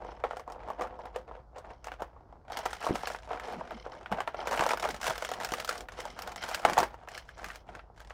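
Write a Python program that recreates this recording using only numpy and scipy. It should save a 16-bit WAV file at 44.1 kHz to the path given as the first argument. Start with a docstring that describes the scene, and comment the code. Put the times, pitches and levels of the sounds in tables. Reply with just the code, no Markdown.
"""Fingers work a foil packet out of a cardboard box, close by, in a quiet furnished room with a low hum throughout.
Dull, scattered creases come first; from about 2.5 s the foil is brighter, card is rubbed and the box thuds and groans.
Snaps crowd together between 4 and 6 s, the loudest crack falls near 6.65 s, and sparse crinkles close the scene.
Foil is jolts and scattered ringing, rubbing is shaped noise, and the box is a set of decaying resonances.
A falling resonance makes each groan; delayed copies, a diffuse noise tail and steady rumble make the room."""
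import sys
import numpy as np
from scipy import signal
from scipy.fft import rfft, irfft
from scipy.io import wavfile
from scipy.ndimage import uniform_filter1d

SR = 44100
rng = np.random.default_rng(int(sys.argv[2]) if len(sys.argv) > 2 else 0)


def to_wav(s):
    """Save 16-bit WAV."""
    ch = np.atleast_2d(s).T  # columns
    pcm = np.round(np.clip(ch, -1, 1) * 32767)  # PCM
    wavfile.write(sys.argv[1], SR, pcm.astype(np.int16))


N = 358533
TIME = np.arange(N) / SR
RING_TIME = np.arange(2048) / SR

# All table levels are relative dB; the functions scale them further.
# Large creases that buckle. Each row: start in seconds, crack level in dB, panel ring level in dB,
# crisp edge level in dB, facet pitch in Hz.
CREASE_SNAPS = [(0.0896, -40, -38, -72, 1355), (0.2383, -22, -23, -52.5, 1344),
                (0.2486, -33.5, -25, -63, 1130), (0.3092, -28.5, -29, -55.5, 1405),
                (0.3324, -40, -33.5, -67, 1480), (0.3688, -34, -33, -48.5, 1410),
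                (0.3957, -38, -39, -51, 1160), (0.477, -47, -34.5, -62, 1240),
                (0.4999, -41, -39, -56.5, 1340), (0.521, -49, -38.5, -49, 1140),
                (0.686, -47, -34, -59, 1230), (0.7018, -38, -29, -53, 1140), (0.7947, -52, -31, -70, 1320),
                (0.81, -29.5, -30, -47, 1206), (0.8195, -29, -30, -45, 1330), (0.8348, -35, -39, -53, 1360),
                (0.871, -37, -48, -63, 1390), (0.9904, -65, -35, -65, 1650),
                (1.0554, -37.5, -38, -55, 1371), (1.1604, -31, -29.5, -45.5, 1220),
                (1.1854, -45, -48, -63, 1185), (1.3119, -46, -37, -76, 1285),
                (1.5834, -61, -40.5, -51, 1380), (1.8437, -35.5, -46, -46, 1430),
                (1.8703, -35, -33.5, -48, 1250), (1.8834, -32, -38, -58, 2720),
                (1.918, -28.5, -37.5, -55, 1596), (2.0047, -47, -35.5, -60, 1310),
                (2.0204, -34, -28, -47.5, 1384), (2.5201, -33, -38, -44.5, 1280),
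                (2.571, -25.5, -34, -35.5, 2120), (2.5889, -41, -31, -40.5, 1350),
                (2.6554, -29, -29.5, -39.5, 1200), (2.6594, -22, -25.5, -36.5, 1345),
                (2.7308, -25, -34.5, -38.5, 1420), (2.842, -33, -30.5, -52, 1420),
                (2.8663, -33, -22, -41.5, 1300), (2.9552, -28, -26.5, -43, 1266),
                (3.0341, -32, -30.5, -52, 1400), (3.0721, -21, -33, -35.5, 1668),
                (3.1011, -29, -32, -48, 1430), (3.1474, -26, -34, -54.5, 1450),
                (3.3062, -34, -30.5, -73.5, 1300), (3.3318, -29.5, -32, -63, 1410),
                (3.3978, -27, -42, -49, 1290), (3.61, -38, -30, -71, 1650), (3.708, -31, -36.5, -54, 1220),
                (3.8632, -39, -34, -74, 1410), (4.0592, -26.5, -42, -61, 1450),
                (4.1164, -28, -29.5, -48, 1270), (4.1234, -22, -24.5, -44.5, 1580),
                (4.1844, -29.5, -30.5, -64, 1540), (4.2041, -21, -26.5, -41, 1150),
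                (4.2754, -22.5, -27, -46, 1370), (4.3445, -30, -30.5, -58, 1370),
                (4.3911, -31, -34, -60, 1400), (4.472, -24.5, -28.5, -38, 1590),
                (4.511, -31, -27.5, -38.5, 1430), (4.5288, -24, -27, -38.5, 1160),
                (4.5401, -22, -32, -45, 1390), (4.575, -21.5, -28.5, -41, 2890),
                (4.5933, -16, -26.5, -37, 1180), (4.6083, -19, -21.5, -33, 1630),
                (4.6224, -28, -21.5, -45, 1174), (4.6371, -22.5, -32, -35.5, 1550),
                (4.6641, -24, -21, -34.5, 1320), (4.6902, -22, -34, -33, 1330),
                (4.7072, -15.5, -23.5, -37, 1340), (4.7154, -28, -24.5, -35, 1530),
                (4.7336, -23.5, -22, -36.5, 1340), (4.773, -25, -37, -41, 1460),
                (4.798, -30, -39, -37.5, 1500), (4.8254, -31, -41, -36.5, 1210),
                (4.8398, -23, -33, -43, 2440), (4.8494, -24, -27, -38, 1180), (4.8554, -26, -27, -45, 1630),
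                (4.8886, -27, -29.5, -38, 1530), (4.9078, -30.5, -44, -38, 2040),
                (4.9447, -31, -47, -44, 1280), (4.964, -51, -44, -46, 1110),
                (5.014, -30, -39.5, -37.5, 1175), (5.03, -23, -39, -37, 1620),
                (5.0424, -26, -34, -36, 1410), (5.0674, -21.5, -29, -33, 2850),
                (5.079, -21, -27.5, -33, 1600), (5.0978, -23, -29.5, -35, 1400),
                (5.1054, -22.5, -25.5, -41, 1320), (5.1794, -29, -36, -38, 1550),
                (5.2231, -23.5, -28.5, -39, 1505), (5.2485, -22.5, -35, -35, 3300),
                (5.2898, -29, -33.5, -39.5, 1910), (5.3154, -25.5, -28, -39, 1320),
                (5.3368, -29, -39, -38.5, 1880), (5.4009, -27, -35, -43, 1910),
                (5.4333, -30, -41.5, -41, 1310), (5.447, -23, -39, -31, 1610),
                (5.4889, -30, -40, -42, 1430), (5.5199, -29, -30.5, -34, 1540),
                (5.5371, -18, -36, -33.5, 1210), (5.6, -26, -42, -35, 1310),
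                (5.6471, -28.5, -38, -35.5, 1320), (5.677, -28, -46, -41, 1450),
                (5.6915, -16, -34.5, -29.5, 1420), (5.7097, -23.5, -35.5, -45, 1150),
                (5.7268, -34, -39, -42, 1450), (5.7784, -49, -43, -41, 1410),
                (5.8069, -33, -45, -41.5, 2330), (5.886, -28.5, -43, -51, 1454),
                (6.0033, -28.5, -65, -39, 2090), (6.0532, -38, -31, -43, 1570),
                (6.1901, -29, -38, -41.5, 1206), (6.2209, -31, -64, -38, 1360),
                (6.2745, -30, -34, -41.5, 1450), (6.319, -35, -45.5, -46, 1355),
                (6.36, -32, -38, -40.5, 2020), (6.4416, -46, -38, -46, 1440),
                (6.4881, -32.5, -35.5, -39, 1560), (6.5128, -29, -33, -43, 1250),
                (6.546, -19, -36, -28.5, 1670), (6.6499, -9.5, -12, -29, 1326),
                (6.6973, -22, -25, -37, 1150), (6.7334, -22.5, -33, -33.5, 2310),
                (6.7705, -21, -24, -48, 1110), (6.7787, -18.5, -14, -32, 1940),
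                (6.786, -20, -18, -27, 1150), (6.8019, -20, -22, -32, 1390),
                (6.8298, -20.5, -22, -35.5, 1630), (6.9419, -39, -39.5, -60, 1360),
                (7.0748, -38, -40.5, -63, 1330), (7.0863, -31, -66, -48, 1890),
                (7.1771, -27, -63, -41, 1720), (7.2903, -31.5, -56, -57, 1710),
                (7.4435, -24.5, -49, -41.5, 2470), (7.4611, -35, -50, -48, 1240),
                (7.502, -28, -59, -65, 1890), (7.5571, -35.5, -54, -46.5, 1410),
                (7.6892, -39.5, -38.5, -68, 1460), (7.7509, -31.5, -48, -52, 1540),
                (7.7929, -34, -51, -68, 1356), (8.003, -38, -53, -53, 1590),
                (8.1056, -32.5, -42.5, -69.5, 1120)]
# Share of a snap that each register takes, in dB.
SNAP_BODY_DB, SNAP_CRACK_DB, SNAP_EDGE_DB, SNAP_SPARKLE_DB = -2.5, -12, -4, -9.5
# Squeezes of the foil by the fingers. Each row: start in seconds, length in seconds, effort in dB,
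# brightness in dB, which is low while the box muffles the foil.
FOIL_GRIPS = [(0.0, 0.23, -60, -9), (0.269, .14, -58, -4.5), (0.488, .07, -58, -10), (0.587, .1, -60, -10),
              (0.67, 0.063, -58, -11), (0.79, 0.077, -53, -10), (0.933, 0.15, -60, -11.5),
              (1.15, .05, -57, -7), (1.28, .08, -62, -11), (1.568, .05, -61, -7), (1.647, .07, -59, -9.5),
              (1.867, 0.069, -58, -2), (2.001, 0.042, -57, -8), (2.145, 0.04488, -69.5, -11.5),
              (2.29, 0.075, -77, -10.5), (2.462, 0.037, -66, -6), (2.508, .16, -50, -5),
              (2.698, 0.083, -51, 0), (2.818, .06, -44.5, -1.5), (2.89, .04, -47, -5.5),
              (2.95, .21, -47, 0), (3.179, .1, -62, -2.5), (3.294, 0.07887, -50, -6.5),
              (3.418, 0.11, -52, -5), (3.496, .06, -50, -6.5), (3.595, 0.18, -55.5, -6.5),
              (3.855, 0.17, -56, -7.5), (4.114, .1, -48.5, -7), (4.26, .08, -61, -6.5),
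              (4.38, .06, -51, -9), (4.478, .24, -41, -3.5), (4.801, .09, -47, -2.5),
              (4.921, 0.069, -53, -1.5), (5.029, .09, -42, 0.5), (5.139, .13, -50, 0),
              (5.31, .07, -53.5, -5), (5.408, .06, -47, -3), (5.509, .12, -46, -0.5), (5.684, .09, -47, 0),
              (5.79, .05, -62.5, -9), (5.919, 0.072, -55.5, -2), (5.981, .12, -50.5, -2.5),
              (6.169, 0.25, -53, -4), (6.428, 0.19, -46, -0.5), (6.642, .1, -44, -4.5),
              (6.77, 0.07, -42, -2.5), (6.888, .15, -62.5, -5), (7.112, 0.0641, -53, -1),
              (7.272, .04, -62, 1.5), (7.385, 0.057, -54.5, -3.5), (7.45, 0.087, -52, 1),
              (7.681, .11, -60, -5.5), (7.964, .17, -62.5, 0.5)]
# Slopes of every hand stroke, and the hand at rest on the foil.
ATTACK_DB_PER_S, SAG_DB_PER_S, RELEASE_DB_PER_S = 698, 10, 357
REST_DB, REST_BRIGHTNESS_DB = -84, -16
# A brighter grip trades panel body for crisp edge; sparkle fades out below the knee.
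BODY_LOSS_PER_DB, EDGE_GAIN_PER_DB, EDGE_DB, SPARKLE_KNEE_DB = 1.19, 1.02, -8.5, -60.5
# Scatter in strength of the tiny buckles from register to register.
COLOUR_SCATTER_DB = 3.5
# Colours of the four foil registers, lowest first. Each row: frequency in Hz, level in dB.
BODY_COLOUR = [(200, -22), (300, -17), (380, -14.5), (520, -4.5), (720, 2), (930, -2), (1150, -12),
               (1500, -29.5)]
CRACKLE_COLOUR = [(850, -13.5), (1200, 2.5), (1650, 4), (2200, -1), (2900, -7), (3700, -12.5), (5000, -20)]
EDGE_COLOUR = [(2900, 3), (3900, 3.5), (5500, 4), (7000, 0.5), (8500, -5.5), (10500, -13)]
SPARKLE_COLOUR = [(7000, -11.5), (8800, -4), (10200, -8.5), (12500, -14), (15000, -11), (15800, -23.5)]
# Film and skin slide on the cardboard. Each row: start in seconds, length in seconds, level in dB.
CARD_SLIDES = [(0.085, 0.042, -51.5), (0.988, 0.095, -66), (0.62, .12, -65), (1.68, 0.13, -67),
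               (2.53, 0.23, -45.5), (2.786, 0.32, -48.5), (3.44, 0.094, -47.5), (3.58, 0.42, -53),
               (4.37, 0.14, -45), (4.8, 0.14, -47.5), (5.1, 0.4, -50), (5.97, 0.42, -48), (6.38, .17, -42),
               (7.14, 0.056, -45), (7.3, 0.31, -56.5), (7.724, 0.058, -68)]
# Colour of that sliding. Each row: frequency in Hz, level in dB.
SLIDING_COLOUR = [(1400, 7), (1800, -0.5), (2100, 12), (2600, -4), (3100, 10), (3600, -4), (4200, 1.5),
                  (4700, -4), (5300, 3.5), (6200, -4), (7000, -42), (10000, -28), (15000, -41)]
# First bounces off the table and the box. Each row: delay in seconds, level in dB.
NEAR_BOUNCES = [(.0027, -41), (.0046, -25), (.0073, -35), (.0109, -18)]
# How firmly the foil bears on the box. Each row: time in seconds, level in dB.
FOIL_CONTACT = [(0, -8), (1.3, -3.5), (2.5, -18.5), (3.8, -3), (4.3, -23.5), (5.8, -4.5), (6.7, -21),
                (7.1, -12), (8.13, -14)]
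# Modes of the box walls and cavity. Each row: frequency in Hz, level in dB, 60 dB decay time in seconds.
BOX_WALL_MODES = [(512.8, 10.5, 0.12), (622, 4.5, 0.034), (754, 4, 0.054), (950, -18, 0.22),
                  (1500, -5.5, 0.034)]
# Bumps against the box. Each row: start in seconds, peak level in dB.
BOX_BUMPS = [(2.895, -25.5), (2.908, -17.5), (4.119, -34), (4.474, -43), (4.6, -26), (5.521, -34),
             (6.651, -26.5), (6.788, -24.5)]
# Low modes of a bumped box. Each row: frequency in Hz, level in dB, 60 dB decay time in seconds.
BOX_THUD_MODES = [(105, -16, .05), (144, -2, 0.026), (188, -5, 0.14), (243.6, -9.5, 0.19),
                  (330.5, 2.5, 0.06), (387, 3.5, 0.027)]
# The box is dragged. Each row: start in seconds, length in seconds, level in dB.
BOX_DRAGS = [(0.0, 0.11, -56), (0.8, 0.49, -65.5), (2.223, 0.18, -64.5), (2.721, 0.37, -66),
             (3.475, 0.29, -54), (3.92, 0.18, -60.5), (4.456, .22, -51), (4.72, 0.29, -58),
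             (5.294, .35, -58), (5.745, 0.22, -61.5), (6.085, 0.84, -58), (6.662, 0.067, -42),
             (7.42, 0.056, -56), (7.684, 0.067, -56.5)]
# The box also judders with every squeeze of the foil, at this level beside the grip.
JUDDER_FOLLOWS_DB = -16.5
# A flap of card bends and sags. Each row: start in seconds, length in seconds, first pitch in Hz,
# last pitch in Hz, level in dB.
FLAP_FLEXES = [(2.892, 0.068, 471, 179.1, -41), (3.525, 0.084, 248, 163, -48),
               (3.724, 0.053, 268, 206, -48.5), (4.109, 0.041, 232, 183, -37.5),
               (4.842, 0.07, 616.4, 373, -42.5), (4.886, 0.072, 377, 137, -50),
               (5.074, 0.038, 217, 142.9, -44.5), (5.76, 0.1, 520, 305, -60), (6.797, 0.04, 402, 337, -40)]
# Decay of the room. Each row: frequency in Hz, 60 dB decay time in seconds.
ROOM_DECAY = [(150, 0.29), (600, 0.13), (2000, 0.21), (5000, 0.15), (10000, 0.05), (16000, 0.36)]
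# Colour of the still room. Each row: frequency in Hz, level in dB.
STILL_AIR_COLOUR = [(20, -9.5), (33, -12.5), (42, 1), (53, 7), (75, -5.5), (120, -9), (200, -20),
                    (400, -20.5), (700, -22), (1400, -28), (2500, -56.5), (5000, -47.5), (9000, -62),
                    (16000, -66)]
CUTOFF_HZ = 16100


def foil():
    """Shared excitation: the same buckles sound in all four registers; hard handling favours the highest."""
    _, crack_db, panel_db, edge_db, pitch_hz = np.transpose(CREASE_SNAPS)
    body = gripping(-BODY_LOSS_PER_DB)
    crackle = gripping(0)
    edge = from_db(EDGE_DB) * gripping(EDGE_GAIN_PER_DB)
    sparkle = edge * edge / (edge + from_db(SPARKLE_KNEE_DB))
    jolts = tiny_buckles(crackle, per_s=280, spread_db=4)
    shapes = facets(pitch_hz, t60=0.042, flutter=5.2, late_db=-11.5, late_t60=0.033,
                    tone=5.66, overtone=3.3, cycles=43)
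    return (register(BODY_COLOUR, shapes, panel_db + SNAP_BODY_DB, body, jolts,
                     crinkle_db=0.0, rub_db=-6.5)
            + register(CRACKLE_COLOUR, shapes, crack_db + SNAP_CRACK_DB, crackle, jolts,
                       crinkle_db=0.5, rub_db=-12)
            + register(EDGE_COLOUR, shapes, edge_db + SNAP_EDGE_DB, edge, jolts,
                       crinkle_db=2.2, rub_db=-13.5)
            + register(SPARKLE_COLOUR, shapes, edge_db + SNAP_SPARKLE_DB, sparkle, jolts,
                       crinkle_db=-2.0, rub_db=-32))


def register(spectrum, shapes, snap_db, effort, jolts, crinkle_db, rub_db):
    """Superposition in one register: snaps, fine crinkles and the hiss of film on film."""
    click = click_of(spectrum)
    sounds = heard_in(shapes, click)
    scatter_db = COLOUR_SCATTER_DB * np.clip(rng.standard_normal(N), -2, 2)
    colour = rms_one(from_db(scatter_db))
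    fine = from_db(crinkle_db) * crinkles(jolts * colour, sounds)
    rub = from_db(rub_db) * coloured(rng.standard_normal(N), click)
    return snaps(sounds, snap_db) + effort * (fine + rub)


def facets(pitch_hz, t60, flutter, late_db, late_t60, tone, overtone, cycles):
    """Impulse response of buckling facets: a jolt, then bending waves scatter; one spectrum each."""
    t, count = RING_TIME, len(pitch_hz)
    decay = from_db(-60 * t / t60) + from_db(late_db - 60 * t / late_t60)
    scatter = rng.standard_normal((count, len(t))) * decay
    force = flutter * scatter / np.linalg.norm(scatter, axis=1, keepdims=True)
    force[:, 0] += 1
    # each facet rings briefly at its own pitch, with unrelated overtones in the octaves above
    higher_hz = [lowest * 2 ** rng.random(count) for lowest in (2000, 4000, 8000)]
    for hz, strength in zip([pitch_hz, *higher_hz], [tone, overtone, overtone, overtone]):
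        hz = hz[:, None]
        fade = np.exp(-np.log(1000) * t * hz / cycles)   # 60 dB down after this many cycles
        force += strength * hz / SR * np.sin(2 * np.pi * hz * t) * fade
    polarity = rng.choice([-1, 1], (count, 1))
    return rfft(force * polarity, 2 * len(t))


def heard_in(shapes, click):
    """Spectral product, or convolution: facets through one register; unit power over their first 6 ms."""
    size = len(RING_TIME)
    sounds = irfft(shapes * rfft(click, 2 * size))[:, :size]
    sounds = sounds * np.clip(4 * (1 - RING_TIME / RING_TIME[-1]), 0, 1)   # last quarter fades to nothing
    early = sounds[:, :int(.006 * SR)]
    return sounds / np.sqrt(np.mean(early ** 2, axis=1, keepdims=True))


def snaps(sounds, levels_db):
    """Sudden buckling: each large crease rings in a way of its own."""
    out = np.zeros(N)
    for (s, *_), sound, db in zip(CREASE_SNAPS, sounds, levels_db):
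        add(out, sound * from_db(db), s)
    return out


def tiny_buckles(effort, per_s, spread_db):
    """Shot noise: random jolts of uneven size, denser under more effort; about unit power."""
    rate = per_s * (effort / effort.mean()) ** 0.33
    sizes = rms_one(from_db(spread_db * np.minimum(rng.exponential(1, N), 3.5)))
    happens = rng.random(N) < rate / SR
    return happens * sizes * np.sqrt(SR / rate)


def crinkles(jolts, sounds):
    """Superposed impulse responses: small jolts are dealt to the same facets at random."""
    sounds = sounds / np.linalg.norm(sounds, axis=1, keepdims=True)
    size = len(RING_TIME)
    out = np.zeros(N + size)
    at = np.flatnonzero(jolts)
    for i, k in zip(at, rng.integers(0, len(sounds), len(at))):
        out[i:i + size] += jolts[i] * sounds[k]
    return out[:N]


def gripping(tilt):
    """Effort-dependent spectrum: a register gains `tilt` dB for each dB of a grip's brightness."""
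    start, length, effort_db, brightness_db = np.transpose(FOIL_GRIPS)
    grips = strokes(start, length, effort_db + tilt * brightness_db)
    return np.hypot(grips, from_db(REST_DB + tilt * REST_BRIGHTNESS_DB))


def strokes(start, length, level_db):
    """Exponential envelopes: each hand stroke swells, sags a little and lets go; powers add."""
    t = TIME[::64]
    age, length = t - start[:, None], length[:, None]
    fall_db = (ATTACK_DB_PER_S * np.maximum(-age, 0) + SAG_DB_PER_S * np.clip(age, 0, length)
               + RELEASE_DB_PER_S * np.maximum(age - length, 0))
    gains = from_db(level_db[:, None] - np.minimum(fall_db, 100))
    return np.interp(TIME, t, np.linalg.norm(gains, axis=0))


def sliding(slide_db, grain_db):
    """Stick-slip friction: a dull hiss that catches and slips on the fibres of the card."""
    grain = rms_one(uniform_filter1d(rng.standard_normal(N), size=260))
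    rough = rng.standard_normal(N) * from_db(grain_db * grain)
    hiss = coloured(rough, click_of(SLIDING_COLOUR))
    return from_db(slide_db) * strokes(*np.transpose(CARD_SLIDES)) * rms_one(hiss)


def with_bounces(x):
    """Comb interference: delayed copies from nearby surfaces, scaled for their added power."""
    out = x.copy()
    for delay, db in NEAR_BOUNCES:
        add(out, from_db(db) * x, delay)
    return out / np.sqrt(1 + sum(from_db(2 * db) for _, db in NEAR_BOUNCES))


def box_ring(packet, ring_db):
    """Forced resonance: the foil shakes the cardboard that it touches."""
    s, contact_db = np.transpose(FOIL_CONTACT)
    drive = packet * from_db(np.interp(TIME, s, contact_db))
    return from_db(ring_db) * sum(from_db(db) * ring(drive, hz, t60) for hz, db, t60 in BOX_WALL_MODES)


def box_thuds(bump_db, drag_db):
    """Modal excitation: bumps strike each low mode with a new strength; dragging judders in small slips."""
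    bumps = np.zeros(N)
    for hz, mode_db, t60 in BOX_THUD_MODES:
        clicks = np.zeros(N)
        for s, db in BOX_BUMPS:
            add(clicks, from_db([db + mode_db + bump_db + rng.normal(0, 1.9)]), s)
        bumps += ring(clicks, hz, t60)
    slips = rng.standard_normal(N) * (rng.random(N) < 300 / SR)   # about 300 a second
    judder = np.zeros(N)
    # judder skips the lowest mode, halves the decay times and alternates the signs
    for k, (hz, db, t60) in enumerate(BOX_THUD_MODES[1:]):
        judder += from_db(db) * ring(slips, hz, t60 / 2) * (-1) ** k
    follow = from_db(JUDDER_FOLLOWS_DB) * gripping(-BODY_LOSS_PER_DB)
    drag = np.hypot(strokes(*np.transpose(BOX_DRAGS)), follow)
    thuds = bumps + from_db(drag_db) * drag * rms_one(judder)
    return signal.sosfilt(signal.butter(2, 1200, fs=SR, output="sos"), thuds)


def card_flexes(width_hz):
    """Falling stiffness: friction excites a resonance that falls as the card goes slack."""
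    out = np.zeros(N)
    for s, length, from_hz, to_hz, db in FLAP_FLEXES:
        hz = np.geomspace(from_hz, to_hz, int(length * SR))
        noise = rng.standard_normal((2, len(hz)))
        rough = rms_one(uniform_filter1d(noise, size=int(SR / width_hz), mode="wrap"))
        phase = 2 * np.pi * np.cumsum(hz) / SR
        groan = rms_one(rough[0] * np.sin(phase) + rough[1] * np.cos(phase))
        add(out, from_db(db) * groan * signal.windows.tukey(len(hz), .5), s)
    return signal.sosfilt(signal.butter(4, 900, fs=SR, output="sos"), out)


def room(x, tail_db):
    """Diffuse reverberation: each band's energy arrives a little late and dies away at its own pace."""
    white = rng.standard_normal((2, N))
    tail, late = 0, int(0.0065 * SR)
    edges = np.geomspace(130, 17000, 10)
    for k, (low, high) in enumerate(zip(edges, edges[1:])):
        band = signal.butter(2, [low, high], "band", fs=SR, output="sos")
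        # -120 because this gain keeps energy, not amplitude
        keep = from_db(-120 / (SR * at_hz(ROOM_DECAY, np.sqrt(low * high))))
        energy = signal.lfilter([1 - keep], [1, -keep], signal.sosfilt(band, x) ** 2)
        envelope = np.sqrt(np.pad(energy, (late, 0))[:N])
        tail = tail + envelope * rms_one(signal.sosfilt(band, white[k % 2]))
    return from_db(tail_db) * tail


def still_room(air_db, hum_hz, hum_db):
    """Stationary background: low rumble as shaped noise and a faint hum as one sine."""
    air = rms_one(coloured(rng.standard_normal(N), click_of(STILL_AIR_COLOUR, size=16384)))
    hum = np.sin(2 * np.pi * hum_hz * TIME)
    return from_db(air_db) * air + from_db(hum_db) * hum


def from_db(db):
    """Logarithmic level: decibels to amplitude gain."""
    return 10 ** (np.asarray(db) / 20)


def rms_one(x):
    """Normalisation: scale to unit power."""
    return x / np.sqrt(np.mean(x ** 2) + 1e-20)


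def at_hz(points, hz):
    """Logarithmic pitch: read a table on a log-frequency axis."""
    f, value = np.transpose(points)
    return np.interp(np.log(np.maximum(hz, 1)), np.log(f), value)


def add(out, sound, s):
    """Superposition: mix a sound in at a time in seconds."""
    start = int(np.clip(s * SR, 0, N - 1))
    out[start:start + len(sound)] += sound[:N - start]


def ring(x, hz, t60):
    """Damped resonance: a unit click sets a decaying sine of height 1 ringing."""
    r, w = from_db(-60 / (t60 * SR)), 2 * np.pi * hz / SR
    return signal.lfilter([0, np.sin(w)], [1, -2 * r * np.cos(w), r * r], x + 1e-18)


def click_of(spectrum, size=2048):
    """Minimum phase: the sharpest causal click of a colour, steeply falling outside it; unit energy."""
    hz = np.maximum(np.arange(size // 2 + 1) * SR / size, 1)
    octaves_outside = np.abs(np.log2(hz / np.clip(hz, spectrum[0][0], spectrum[-1][0])))
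    level_db = at_hz(spectrum, hz) - np.minimum(36 * octaves_outside, 70)
    cepstrum = irfft(np.log(from_db(level_db)))
    cepstrum[size // 2:] = 0   # folding the cepstrum makes the click causal
    return rms_one(irfft(np.exp(rfft(2 * cepstrum)))) / np.sqrt(size)


def coloured(x, click):
    """Linear filtering: convolve a signal with a click's colour."""
    return signal.oaconvolve(x, click)[:len(x)]


def scene():
    """Superposition of direct sound, reverberation and background: packet and box in the room."""
    packet = with_bounces(foil() + sliding(slide_db=-5.5, grain_db=7.5))
    box = box_ring(packet, ring_db=-48) + box_thuds(bump_db=-9.5, drag_db=-0.5) + card_flexes(width_hz=76.5)
    near = packet + box
    background = still_room(air_db=-54.5, hum_hz=50.0, hum_db=-65.0)
    return (near + room(near, tail_db=-13.5) + background)[None]


def record(dry):
    """Band limiting: a steep low-pass cuts the top."""
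    return signal.sosfilt(signal.ellip(10, .1, 80, CUTOFF_HZ, fs=SR, output="sos"), dry)


dry = scene()
out = record(dry)
to_wav(out)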